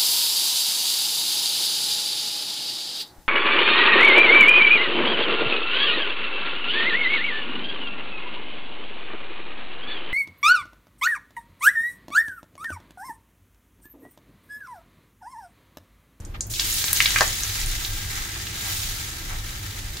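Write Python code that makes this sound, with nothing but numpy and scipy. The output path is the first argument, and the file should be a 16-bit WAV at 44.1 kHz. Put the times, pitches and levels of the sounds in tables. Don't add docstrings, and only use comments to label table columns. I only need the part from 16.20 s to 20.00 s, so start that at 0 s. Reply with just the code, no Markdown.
import sys
import numpy as np
from scipy import signal
from scipy.fft import rfft, irfft
from scipy.io import wavfile

SR = 44100
rng = np.random.default_rng(int(sys.argv[2]) if len(sys.argv) > 2 else 0)


def transcribe(u):
    v = np.clip(np.atleast_2d(u).T, -1, 1)
    q = np.round(v * 32767).astype(np.int16)
    wavfile.write(sys.argv[1], SR, q)


N = 167580

# time_s, level_db, dull_db, treble_db
SIZZLE_CURVE = [(.298, -42.5, -15, 6), (.36, -31, -20.5, -4), (.43, -28, -12, -5), (.52, -27, -17.5, -2),
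                (.72, -27.5, -12, -4), (.82, -25.5, -14.5, -4.5), (.93, -24.5, -11.5, -6),
                (1.04, -25.5, -9, -6), (1.13, -29, -13, -6.5), (1.45, -31.5, -11, -5.5),
                (1.7, -33.5, -9.5, -5), (2.0, -34, -7, -6), (2.25, -35.5, -9, -6), (2.38, -32, -9, -7.5),
                (2.51, -29.5, -14.5, -4), (2.64, -31, -12.5, -5.5), (2.82, -34.5, -10, -5.5),
                (2.98, -37, -8, -5.5), (3.67, -39.5, -7.5, -6), (3.8, -38.5, -8.5, -7.5)]
# frequency_hz, density_db
FIZZ_SPECTRUM = [(260, -2), (450, -3), (579, -22), (768, -5.5), (1080, -4.5), (1290, -2), (1660, 1.5),
                 (2830, -2.5), (3240, -2.5), (6790, -7), (7650, -8), (15600, -8.5)]
# frequency_hz, width_hz, gain_db
PAN_RESONANCES = [(817, 90, 2.5), (1303, 36, 7.5), (1617, 25, 8), (1810, 13, 11.5), (1960, 11, 1),
                  (2040, 107, 4), (2274, 35, 5.5), (3910, 120, -2), (6800, 1440, 1)]
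# start_s, level_db, pitch_hz, crack_db, spray_db, spray_t60_s
STEAM_POPS = [(.002, -42, 7700, -30, -6, 0.075), (0.05, -32.5, 6800, -22, -8.5, 0.045),
              (0.2077, -12, 6550, -20, -16.5, 0.1), (0.268, -28, 13900, -22, -13, .085),
              (0.303, -35.5, 6300, -16, -3, 0.44), (0.338, -17.5, 4300, -30, -10.5, 0.13),
              (0.3956, -10, 3800, -12, -14, 0.12), (0.3983, -7.5, 4970, -19, -19, 0.08),
              (0.5005, -18.5, 12000, -0.5, -18, 0.051), (0.5268, -15, 6800, -4, -12.5, 0.07),
              (0.542, -13.5, 11000, -9, -14, 0.044), (0.6414, -18, 5000, 10.5, -8, .05),
              (0.682, -12.5, 3900, -9, -29, 0.061), (0.7302, -6, 11800, -3, -4, 0.033),
              (0.7723, -11, 6560, -26, -27, 0.048), (0.8039, -3, 2600, -6, -8, 0.055),
              (.823, -12, 6370, -14, -17, .05), (0.858, -5, 3500, -27, -12, 0.094),
              (0.8597, -12.5, 2380, -22, -14.5, 0.3), (0.906, -18, 4500, 6.5, -8, 0.046),
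              (0.9606, -7, 1950, -5, -11, 0.11), (0.9863, -18.5, 2040, 12, -6.5, 0.072),
              (1.0086, -4.5, 1220, -1, -12, 0.05), (1.0083, -7, 4600, -16, -12.5, 0.073),
              (1.0146, -12, 900, -20, -3, 0.081), (1.078, -14.5, 6800, -20, -23, 0.12),
              (1.235, -12.5, 6360, -7, -31, 0.084), (1.415, -18.5, 5230, -2.5, -22, .1),
              (1.461, -15, 9400, -24, -28, 0.068), (1.649, -14.5, 3670, -17, -13, 0.058),
              (2.269, -22.5, 3360, 0, -8.5, 0.08), (3.7693, -32, 4130, 8, -1, 0.044)]
# peak_s, level_db, rise_s, fall_s, centre_hz
OIL_SWISHES = [(0.148, -39, 0.0067, 0.02, 1700), (2.169, -38, 0.012, 0.0074, 1400),
               (2.48, -38.5, 0.052, 0.068, 1190), (3.11, -39, 0.025, 0.068, 1180)]
# frequency_hz, density_db
RUMBLE_SPECTRUM = [(26, -43), (45, 14.5), (173, -3.5), (327, -17), (602, -18.5), (732, -19), (1860, -25),
                   (4480, -32.5), (8000, -40), (14500, -32), (15600, -67)]
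# time_s, level_db
THROB_CURVE = [(0, -41), (1.3, -39), (1.46, -25.5), (1.7, -26), (1.88, -45.5), (2.01, -30.5), (2.1, -48),
               (2.5, -47), (2.72, -32), (2.85, -46), (3.16, -33), (3.5, -46), (3.6, -33.5), (3.8, -46)]
# frequency_hz, side_minus_mid_db
STEREO_WIDTH = [(60, -27), (200, -11), (500, -3.5), (1290, 0.5), (2380, -2.5), (15000, -1)]
# frequency_hz, width_hz, level_db
HUM_TONES = [(99.6, 7.9, -40.5), (324.2, 24, -54)]

DULL_BELOW_HZ, TREBLE_ABOVE_HZ = 2746, 7200
SURGE_DB, SURGE_RATE_HZ, FLICKER_DB, FLICKER_RATE_HZ = 0.9, 17, 0.78, 84
SMOOTH_POWER_SHARE = 0.68
GRAINS_PER_S, GRAIN_SPREAD_DB = 9000, 2
GRAIN_CYCLES = 12.3
PATCH_DB, PATCH_RATE_HZ = 2, 11
POP_T60_S, POP_T60_CYCLES = 0.0023, 1
CRACK_HZ, CRACK_OCTAVES = 2600, 3.25
THUMP_HZ, THUMP_DB, THUMP_T60_S = 198, -17, 0.0091
SPRAY_OCTAVES, SPRAY_WIDENS_HZ = 0.89, 710
SPRAY_LUMP_DB, SPRAY_LUMP_RATE_HZ = 2, 230
ECHO_S, ECHO_DB = 0.0018, -6
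PHASE_TURN_HZ, PHASE_TURN_WIDTH_HZ = 1400, 350
PAN_RESONANCE_DB, SWISH_OCTAVES = -6.5, 2.18
KITCHEN_T60_S, KITCHEN_DB, WALL_BAND_HZ = 0.29, -9.5, [500, 19300]
RUMBLE_DB, THROB_HZ, THROB_WIDTH_HZ = -39, 26.56, 7.5
CEILING, CUTOFF_HZ = 1.0, 15760


def amp(db):
    return 10 ** (np.asarray(db) / 20)


def rms_one(x):
    return x / np.sqrt(np.mean(x ** 2) + 1e-20)


def in_time(rows):
    time_s, *columns = np.transpose(rows)
    return [np.interp(np.arange(N) / SR, time_s, column) for column in columns]


def at_hz(points, hz):
    point_hz, point_db = np.transpose(points)
    return np.interp(np.log(hz + 1), np.log(point_hz), point_db)


def drift(rate_hz):
    r = np.exp(-2 * np.pi * rate_hz / SR)
    noise = rng.standard_normal(N + SR)
    return rms_one(signal.lfilter([1], [1, -2 * r, r * r], noise)[SR:])


def resonance_poles(hz, width_hz):
    r = np.exp(-np.pi * width_hz / SR)
    return r, [1, -2 * r * np.cos(2 * np.pi * hz / SR), r * r]


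def resonate(x, hz, width_hz):
    r, poles = resonance_poles(hz, width_hz)
    return signal.lfilter((1 - r * r) / 2 * np.array([1, 0, -1]), poles, x)


def band(x, hz, octaves):
    edges_hz = hz * 2 ** (np.array([-0.5, 0.5]) * octaves)
    edges_hz = np.clip(edges_hz, 30, [0.4 * SR, 0.45 * SR])
    return rms_one(signal.sosfilt(signal.butter(3, edges_hz, "band", fs=SR, output="sos"), x))


def spread(pair, spectrum):
    hz = np.arange(N // 2 + 1) * SR / N
    mid, side = rfft(pair) * amp(at_hz(spectrum, hz))
    side = side * amp(at_hz(STEREO_WIDTH, hz))
    return irfft([mid + side, mid - side], N)


def sizzle():
    level_db, dull_db, treble_db = in_time(SIZZLE_CURVE)
    surge = amp(SURGE_DB * drift(SURGE_RATE_HZ) + FLICKER_DB * drift(FLICKER_RATE_HZ))
    grains = np.sqrt(1 - SMOOTH_POWER_SHARE) * bubbles(surge)
    hiss = np.sqrt(SMOOTH_POWER_SHARE) * rng.standard_normal((2, N))
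    fizz = spread(pan_bowl(surge * (grains + hiss)), FIZZ_SPECTRUM)

    hz, spectrum = np.arange(N // 2 + 1) * SR / N, rfft(fizz)
    dull = irfft(spectrum / (1 + (hz / DULL_BELOW_HZ) ** 8), N)
    treble = irfft(spectrum / (1 + (TREBLE_ABOVE_HZ / (hz + 1)) ** 8), N)
    body = fizz - dull - treble
    parts = body / np.std((body + treble).mean(0))
    parts = parts + amp(dull_db) * dull / np.std(dull.mean(0))
    parts = parts + amp(treble_db) * treble / np.std(treble.mean(0))
    onset = np.arange(N) / SR > SIZZLE_CURVE[0][0]
    return onset * amp(level_db) * parts


def bubbles(surge):
    hits = rng.random(N) < GRAINS_PER_S * surge / SR
    sizes = amp(GRAIN_SPREAD_DB * np.minimum(rng.exponential(1, N), 3)) * hits
    sizes = sizes * rng.standard_normal((2, N))
    dealt = rng.integers(0, 28, N)
    total = 0
    for k, hz in enumerate(np.geomspace(500, 16000, 28)):
        rings = rms_one(resonate(sizes * (dealt == k) + 1e-18, hz, 1.42 * hz / GRAIN_CYCLES))
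        total = total + np.sqrt(hz) * amp(PATCH_DB * drift(PATCH_RATE_HZ)) * rings
    return rms_one(total)


def pops():
    t = np.arange(SR // 4) / SR
    bursts, sprays = np.zeros(N + SR), np.zeros((2, N + SR))
    crack = band(1. * (t == 0), CRACK_HZ, CRACK_OCTAVES)
    thump = amp(THUMP_DB - 60 * t / THUMP_T60_S) * np.sin(2 * np.pi * THUMP_HZ * t)
    crack = crack / crack.max() + thump
    lumps = amp(SPRAY_LUMP_DB * drift(SPRAY_LUMP_RATE_HZ))
    for start_s, level_db, hz, crack_db, spray_db, spray_t60_s in STEAM_POPS:
        i = int(start_s * SR)
        span = slice(i, i + len(t))
        decay = amp(-60 * t / (POP_T60_S + POP_T60_CYCLES / hz))
        ring = np.sin(2 * np.pi * hz * t) * (1 - np.exp(-t * hz * 2)) * decay
        burst = ring / np.abs(ring).max() + amp(crack_db) * crack
        echo = amp(ECHO_DB) * np.roll(burst, int(ECHO_S * SR))
        bursts[span] += amp(level_db) * (burst + echo)

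        noise = rng.standard_normal((3, len(t)))
        spray = band(noise[:2] + noise[2], hz, SPRAY_OCTAVES + SPRAY_WIDENS_HZ / hz)
        spray = spray * amp(spray_db - 60 * t / spray_t60_s)
        sprays[:, span] += amp(level_db) * spray * np.roll(lumps, -i)[:len(t)]
    return bursts[:N] + turn_left_phase(sprays[:, :N])


def turn_left_phase(x):
    _, poles = resonance_poles(PHASE_TURN_HZ, PHASE_TURN_WIDTH_HZ)
    return np.array([signal.lfilter(poles[::-1], poles, x[0]), x[1]])


def pan_bowl(x):
    return x + sum(amp(PAN_RESONANCE_DB + gain_db) * resonate(x, hz, width_hz)
                   for hz, width_hz, gain_db in PAN_RESONANCES)


def swishes():
    t, out = np.arange(N) / SR, 0
    for peak_s, level_db, rise_s, fall_s, hz in OIL_SWISHES:
        shape = np.exp(-((t - peak_s) / np.where(t < peak_s, rise_s, fall_s)) ** 2)
        out = out + amp(level_db) * shape * band(rng.standard_normal((2, N)), hz, SWISH_OCTAVES)
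    return pan_bowl(out)


def kitchen(x):
    t = np.arange(SR // 2) / SR
    tail = rng.standard_normal((2, len(t))) * amp(-60 * t / KITCHEN_T60_S) * (t > 0.004)
    tail = signal.sosfilt(signal.butter(1, WALL_BAND_HZ, "band", fs=SR, output="sos"), tail)
    tail = tail / np.sqrt(np.sum(tail ** 2, axis=1, keepdims=True))
    return amp(KITCHEN_DB) * signal.fftconvolve(x, tail, axes=1)[:, :N]


def rumble():
    floor = rms_one(spread(rng.standard_normal((2, N)), [(20, -48)] + RUMBLE_SPECTRUM))
    hum = 0
    for hz, width_hz, level_db in HUM_TONES:
        tone = resonate(rng.standard_normal(N + SR), hz, width_hz)[SR:]
        hum = hum + amp(level_db) * rms_one(tone)
    throb = resonate(rng.standard_normal(N + SR), THROB_HZ, THROB_WIDTH_HZ)
    throb = rms_one(resonate(throb, THROB_HZ, 2 * THROB_WIDTH_HZ)[SR:])
    return amp(RUMBLE_DB) * floor + hum + amp(in_time(THROB_CURVE)[0]) * throb


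def scene():
    pan = pan_bowl(pops()) + sizzle()
    return pan + kitchen(pan) + swishes() + rumble()


def record(dry):
    low_pass = signal.ellip(12, 0.3, 70, CUTOFF_HZ, fs=SR, output="sos")
    return signal.sosfilt(low_pass, np.clip(dry, -CEILING, CEILING))


dry = scene()
out = record(dry)
transcribe(out)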